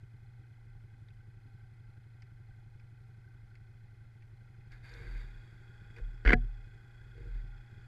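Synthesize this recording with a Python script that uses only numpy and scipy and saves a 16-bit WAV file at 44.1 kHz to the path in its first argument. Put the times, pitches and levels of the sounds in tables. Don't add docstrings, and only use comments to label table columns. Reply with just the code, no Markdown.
import sys
import numpy as np
from scipy import signal
from scipy.fft import rfft, irfft
from scipy.io import wavfile
from scipy.ndimage import uniform_filter1d

SR = 44100
rng = np.random.default_rng(int(sys.argv[2]) if len(sys.argv) > 2 else 0)


def voltage_ratio(decibels):
    exponent = np.asarray(decibels, float) / 20
    return 10 ** exponent


def dump(signal):
    limited = np.clip(np.atleast_2d(signal).T, -1, 1)
    pcm = np.round(limited * 32767).astype(np.int16)
    wavfile.write(sys.argv[1], SR, pcm)


N = 347067
T = np.arange(N) / SR

# time_s, level_db, neighbour_share [0-1]
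CLATTER = [(0, -73, 0.02), (2, -72.5, 0.03), (4.2, -72.5, 0.13), (4.7, -68.5, 0.21), (5.3, -66.5, 0.94),
           (5.6, -65.5, 0.78), (5.9, -65, 0.96), (6.5, -64, 0.57), (7, -64.5, 0.69), (7.4, -63.5, 0.57),
           (7.87, -63.5, 0.74)]


def evened(x):
    return x / np.sqrt(np.mean(x ** 2) + 1e-20)


def add(mix, s, sound):
    part = mix[round(s * SR):][:len(sound)]
    part += sound[:len(part)]


def resonate(x, hz, width):
    r = np.exp(-np.pi * width / SR)
    return 2 * signal.lfilter([1 - r], [1, -r * np.exp(2j * np.pi * hz / SR)], x).real


def through(x, peaks, steep=1.5):
    hz = abs(np.fft.fftfreq(8192, 1 / SR))
    power = sum(voltage_ratio(2 * db) / (1 + (2 * (hz - f) / w) ** 2) ** steep for f, w, db in peaks)
    spectrum = np.exp(np.conj(signal.hilbert(np.log(power + 1e-12) / 2)))
    response = np.fft.ifft(spectrum).real[:4096]
    return signal.oaconvolve(x, response)[:len(x)]


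def wander(hz):
    low_pass = signal.butter(2, hz, fs=SR, output="sos")
    return evened(signal.sosfilt(low_pass, rng.standard_normal(N)))


def ring(modes, lead=0., rise=0.0011):
    t = np.arange(SR) / SR
    tones = sum(voltage_ratio(db - 60 * t / t60) * np.cos(2 * np.pi * hz * (t - lead)) for hz, db, t60 in modes)
    return tones * (1 - np.exp(-(t / rise) ** 2))


def swell(start, hold, db, fade_db, rise_db):
    return voltage_ratio(db - rise_db * np.maximum(start - T, 0) - fade_db * np.maximum(T - start - hold, 0))


def engine():
    # time_s, ahead_turns
    crank = [(0, 0), (.225, 0), (.525, .22), (.825, .15), (1.575, -.19), (2.175, -.155), (2.45, -.1),
             (2.775, -.235), (3.375, .017), (4.375, -.52), (5.175, .14), (5.775, .24), (6.225, .09),
             (6.5, .09), (6.825, -.064), (7.125, .09), (7.45, .14), (7.87, .48)]
    # order, level_db, lag_cycles
    pumping = [(1, -70, 0.022), (2, -83, 0.058), (4, -52, 0.13)]
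    # mode_hz, level_db, t60_s
    exhaust = [(110.5, -44, 0.11)]
    # mode_hz, level_db, t60_s
    silencer = [(102.1, -55.5, 0.33)]
    # mode_hz, level_db, t60_s
    pipe = [(138, -47, 0.056)]
    # mode_hz, level_db, t60_s
    port = [(173, -65, 0.15), (202, -71.5, 0.062), (260, -70, 0.021), (337, -65, 0.045), (388, -69, 0.061),
            (530, -79, 0.022)]
    # first_s, last_s, strength_db
    burns = [(.038, .038, 4), (.148, .234, .6), (.291, .291, -3.3), (.402, .402, -.7), (.52, .52, 0),
             (.676, 3.185, .3), (3.269, 3.706, -1.5), (3.757, 4.02, -1.6), (4.072, 4.161, -3.5),
             (4.25, 4.675, -.5), (4.843, 4.843, 0), (4.973, 4.973, -1.5), (5.022, 5.022, 4),
             (5.076, 5.251, 1), (5.359, 5.701, -1.5), (5.819, 6.083, -.5), (6.147, 6.147, -.6),
             (6.446, 6.446, 5), (6.593, 6.593, -1), (6.672, 6.849, -1.5), (7.017, 7.017, 0),
             (7.069, 7.069, -2), (7.174, 7.174, -.5), (7.217, 7.217, 3.5), (7.273, 7.444, 3),
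             (7.49, 7.49, -1), (7.563, 7.563, 0), (7.729, 7.729, 0), (7.78, 7.78, 1)]
    idle_per_s = 29
    burn_every, burn_at, burn_grid = 2.5, .04, 4
    burn_spread_db, crack_near_db = .9, 9

    turns = idle_per_s * T + uniform_filter1d(np.interp(T, *np.transpose(crank)), size=4000)
    out = sum(voltage_ratio(db + 1.2 * wander(13.0)) * np.cos(2 * np.pi * (k * turns + lag)) for k, db, lag in pumping)

    lead, crack_lead = .011, .005
    thud = ring(exhaust, lead=0.011, rise=0.0052) + ring(silencer, lead=0.0111, rise=0.0053)
    add(thud, lead, ring(pipe, lead=0.00827, rise=0.0059))
    crack = ring(port, lead=.0045, rise=0.0045)
    when, _, turned = np.transpose(CLATTER)
    for first_s, last_s, db in burns:
        first, last = np.interp([first_s, last_s], T, turns)
        first = burn_at + round((first - burn_at) * burn_grid) / burn_grid
        for k in range(round((last - first) / burn_every) + 1):
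            s = np.interp(first + k * burn_every, turns, T)
            gain = voltage_ratio(db + burn_spread_db * rng.standard_normal())
            crack_gain = voltage_ratio(crack_near_db * np.interp(s, when, turned))
            puff = rng.standard_normal(2000) * voltage_ratio(-60 * T[:2000] / 0.036)
            add(out, s - lead, gain * thud)
            add(out, s - crack_lead, gain * crack_gain * crack)
            add(out, s - lead, gain * voltage_ratio(-53.5) * resonate(puff, 270, 150))
    return out


def rattle(parts, turns):
    out = np.zeros(N)
    for hz, width, db, swing_db, lag in parts:
        noise = rng.standard_normal(N)
        shake = evened(voltage_ratio(swing_db * np.cos(2 * np.pi * (turns - lag))) * noise)
        strikes = evened(np.diff(np.floor(turns - lag), prepend=0) * (1 + .25 * noise))
        drive = shake + voltage_ratio(2 * swing_db - 15) * strikes
        part = resonate(resonate(drive, hz, 1.06 * width), hz, 2.7 * width)
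        out += voltage_ratio(db) * np.sqrt(width) * evened(part)
    return evened(out)


def clatter():
    # mode_hz, width_hz, level_db, swing_db, lag_turns
    case_far = [(791, 75, -2.5, 2.5, .5), (1396, 53, -2, 0, .2), (1532, 65, 2, 4.5, 0.095),
                (2030, 198, -5, 1, 0.3), (2500, 92, -9, 3.5, 0.05), (3064, 110, -17, 8.5, 0.1),
                (3360, 170, -16, 4, 0.8), (4202, 81, -14, 16.5, 0.92), (4760, 200, -25.5, 5, 0.56),
                (4960, 120, -20.5, 3.5, .35)]
    # mode_hz, width_hz, level_db, swing_db, lag_turns
    case_near = [(360, 63, -7, 3, 0.7), (816, 28, -2, 4.7, 0.3), (1434, 41, 1.5, 1.9, 0.6),
                 (1549, 125, 0, 1.4, 0.05), (1994, 210, -9, 2.876, 0.8), (2482, 71, -7, 1.6, 0),
                 (3358, 130, -8.5, 4.4, 0.1), (4600, 200, -19.5, 2.7, .7), (5140, 98, -20.5, 7.2, 0),
                 (6660, 250, -30, 2, .2), (7500, 300, -27, 2, 0.05)]
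    rattle_per_s = 29.95

    s, db, share = np.transpose(CLATTER)
    share = np.clip(np.interp(T, s, share), 0, 1)
    turns = np.cumsum(rattle_per_s + 0.15 * wander(6.2)) / SR
    both = (1 - share) * rattle(case_far, turns) + share * rattle(case_near, turns)
    return voltage_ratio(np.interp(T, s, db) + 0.65 * wander(50)) * both, share


def wash(share):
    # frequency_hz, density_db [dB per Hz]
    wash_spectrum = [(120, -24.5), (190, -2), (240, -11), (380, -8.5), (560, -19.5), (1100, -21),
                     (2000, -19.5), (2800, -31.5), (4000, -28.5), (6000, -33.5), (9000, -36.5),
                     (13500, -37.5)]
    wash_db = -74

    hz = np.fft.rfftfreq(N, 1 / SR)
    f, db = np.transpose(wash_spectrum)
    breath = voltage_ratio(.5 * wander(40))
    shape = voltage_ratio(np.interp(np.log(hz + 1), np.log(f), db))
    noise = irfft(rfft(rng.standard_normal(N) * breath) * shape, N)
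    near = share * voltage_ratio(-5) * resonate(noise, 1500, 5500)
    return voltage_ratio(wash_db) * (noise + near) / noise.std()


def rumble(share):
    rumble_db, gust_db, gust_hz, near_db = -61.5, 1.5, 1, 5.5
    level = voltage_ratio(rumble_db + gust_db * wander(gust_hz) + near_db * share)
    return level * evened(resonate(resonate(rng.standard_normal(N), 30, 44), 22, 43))


def mount():
    # crest_s, crest_db, climb_db_per_s, quick_drop_db, climb_hz
    shakes = [
        (5.165, -36, 96, 6.5, 47.2),
        (7.365, -35, 91, 6.5, 46),
    ]
    # start_s, level_db, swing_hz, t60_s, rise_s
    blows = [
        (.41, -61.5, 312, 0.14, 0.0068),
        (0.936, -62, 260, 0.15, 0.0093),
        (1.44, -59.5, 260, 0.22, .012),
        (4.715, -46, 37.7, 0.42, 0.0057),
        (6.007, -29.5, 36.9, 0.69, 0.011),
        (6.254, -6, 44.1, 0.22, 0.017),
        (6.35, -21.5, 37.9, 0.66, 0.0032),
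    ]
    swing_hz, slowing_s, sag_hz_per_s = 38.8, 0.15, 5.3
    drop_s, fade_db_per_s, span_s = 0.084, 33, .24

    out = np.zeros(N)
    for crest, db, climb_db, drop_db, climb_hz in shakes:
        after = np.maximum(T - crest, 0)
        hz = np.interp(T, [crest - slowing_s, crest], [climb_hz, swing_hz])
        hz = hz - sag_hz_per_s * np.minimum(after, 1)
        level = swell(crest, 0, db, fade_db_per_s, climb_db) * voltage_ratio(-drop_db * np.minimum(after / drop_s, 1))
        held = voltage_ratio(-500 * np.maximum(after - span_s, 0))
        cycles = (np.cumsum(hz) - hz[T < crest].sum()) / SR
        out += level * held * np.sqrt(2) * np.cos(2 * np.pi * cycles)
    for s, db, hz, t60, rise in blows:
        add(out, s, ring([(hz, db, t60)], lead=1 / (4 * hz), rise=rise))
    return out


def ticks():
    # start_s, peak_db, body_hz, edge_hz, edge_db
    tick_events = [(1.085, -62, 2060, 3480, -3), (1.105, -68, 2500, 4700, -10),
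                   (2.221, -48, 2000, 4680, -14.5), (2.797, -57, 2130, 4700, -17),
                   (3.5534, -53.5, 2070, 4530, -14), (4.2224, -53.5, 2040, 4700, -24),
                   (4.7192, -53.5, 1930, 4600, -8), (4.8919, -61, 1960, 4600, 0),
                   (4.9382, -56, 2080, 4550, 3), (5.304, -59, 1900, 3500, -13),
                   (5.963, -48, 2100, 4700, -21), (5.975, -58, 1500, 4400, -22),
                   (5.984, -43, 1575, 4730, -43), (6.177, -57, 1420, 4450, -20),
                   (6.3764, -54.5, 1830, 4730, -21)]

    out = np.zeros(N)
    t = T[:600]
    for s, db, hz, edge_hz, edge_db in tick_events:
        burst = rng.standard_normal(600)
        edge = resonate(resonate(burst, edge_hz, 520), edge_hz, 1800) * voltage_ratio(edge_db + 15.0 - 60 * t / 0.028)
        body = resonate(resonate(burst, hz, 730), hz, 730) * voltage_ratio(9.5 - 60 * t / 0.041)
        add(out, s, voltage_ratio(db) * (edge + body))
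    return out


def cloth():
    # mode_hz, width_hz, level_db
    case_rubbed = [(330, 170, -5.5), (840, 370, -10.5), (1600, 180, 1.5), (2080, 260, -1.5), (2446, 51, -3),
                   (3650, 400, -12.5), (4605, 170, -9.5), (4750, 90, -20), (6700, 200, -23),
                   (7460, 300, -26), (8900, 500, -28), (11500, 600, -30.5)]
    # start_s, hold_s, level_db, fade_db_per_s
    rubs = [
        (4.72, 0.011, -60.5, 178),
        (4.843, 0.37, -58.5, 200),
        (4.931, 0.012, -62, 200),
        (5.22, 0.16, -68.5, 27),
        (5.966, 0.0096, -62, 403),
        (7.17, 0.24, -70, 300),
    ]
    rise_db_per_s = 900

    grains = rng.standard_normal(N) * voltage_ratio(1.14 * wander(130))
    pressure = np.sqrt(sum(swell(*row, rise_db_per_s) ** 2 for row in rubs))
    return pressure * evened(through(grains, case_rubbed, steep=1.28))


def creak():
    # start_s, hold_s, level_db, fade_db_per_s, loose_share [0-1]
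    creaks = [
        (4.926, .09, -58.5, 150, 0.37),
        (5.06, 0.13, -66, 200, .6),
        (5.993, .005, -50, 596, 0.34),
        (7.169, 0.12, -58.5, 394, 0.56),
    ]
    rise_db_per_s, slips_per_s = 593, 39

    slips = np.diff(np.floor(slips_per_s * T), prepend=0) + 0.019 * rng.standard_normal(N)
    narrow = evened(resonate(resonate(slips, 459, 18), 390, 110))
    chatter = resonate(resonate(resonate(slips, 377, 160), 384, 130), 340, 160)
    wide = evened(chatter + 0.5 * resonate(slips, 283, 57))
    return sum(swell(*row, rise_db_per_s) * ((1 - loose) * narrow + loose * wide) for *row, loose in creaks)


def glove():
    # centre_s, peak_db, length_s
    glove_slips = [(6.268, -34.5, .02), (6.287, -35, .02), (6.31, -47, .015), (6.2515, -26, 0.0021),
                   (6.256, -30, 0.0026), (6.262, -24, 0.00313), (6.272, -28.5, 0.0026),
                   (6.2763, -18.5, 0.00263), (6.279, -27.5, 0.0027), (6.288, -23, 0.0026),
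                   (6.294, -19.5, 0.0028), (6.302, -32.5, 0.0028), (6.306, -19.5, 0.00327),
                   (6.311, -26.5, 0.0023), (6.321, -21, 0.00334), (6.33, -17, 0.0027),
                   (6.3334, -12.5, 0.00234), (6.338, -17.5, .002), (6.344, -54, 0.00426)]
    # mode_hz, width_hz, level_db
    case_struck = [(247, 170, -6), (317, 44, -11.5), (460, 71, -4.5), (726, 25, -9), (1260, 120, -35),
                   (1575, 266, -2.5), (2070, 244, -4), (2980, 340, -19.5), (3400, 230, -28),
                   (3990, 89, -31), (4600, 310, -27), (5420, 300, -35.5), (6560, 370, -50)]
    # mode_hz, width_hz, level_db
    case_edge = [(6640, 500, -47), (7840, 1100, -51.5), (9100, 900, -51.5), (12000, 1500, -59)]
    # mode_hz, level_db, t60_s
    door = [(1650, -36, 0.02), (1680, -14, 0.04), (2000, -14, 0.024)]
    # mode_hz, level_db, t60_s
    after_ring = [(238, -27.5, 0.2), (427, -23.5, 0.081), (731, -50.5, 0.23), (585, -52, 0.12),
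                  (150.7, -28, 0.2), (110.7, -36, 0.5)]
    hard_db, hardness = -17, 0.56
    door_s, after_ring_s = 6.3305, 6.33

    drive, hard, t = np.zeros(N), np.zeros(N), T[:3000]
    for s, db, length in glove_slips:
        pulse = 2 * t / length * np.exp(1 - 2 * t / length)
        slip = voltage_ratio(db) * pulse * rng.standard_normal(3000)
        add(drive, s - length / 2, slip)
        add(hard, s - length / 2, voltage_ratio(hardness * (db - hard_db)) * slip)
    low_pass = signal.butter(2, 6000, fs=SR, output="sos")
    body = signal.sosfilt(low_pass, through(drive, case_struck, steep=1.54))
    out = voltage_ratio(16.5) * (body + through(hard, case_edge, steep=1.3))
    add(out, door_s, ring(door, lead=0.00233, rise=0.0012))
    add(out, after_ring_s, ring(after_ring, rise=0.003))
    return out


def scene():
    noise, share = clatter()
    machines = engine() + noise + wash(share) + rumble(share)
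    handling = mount() + ticks() + cloth() + creak() + glove()
    return (machines + handling)[None]


def band_limit(x):
    return signal.sosfilt(signal.butter(12, 12750, fs=SR, output="sos"), x)


def record(dry):
    return band_limit(dry)


dry = scene()
out = record(dry)
dump(out)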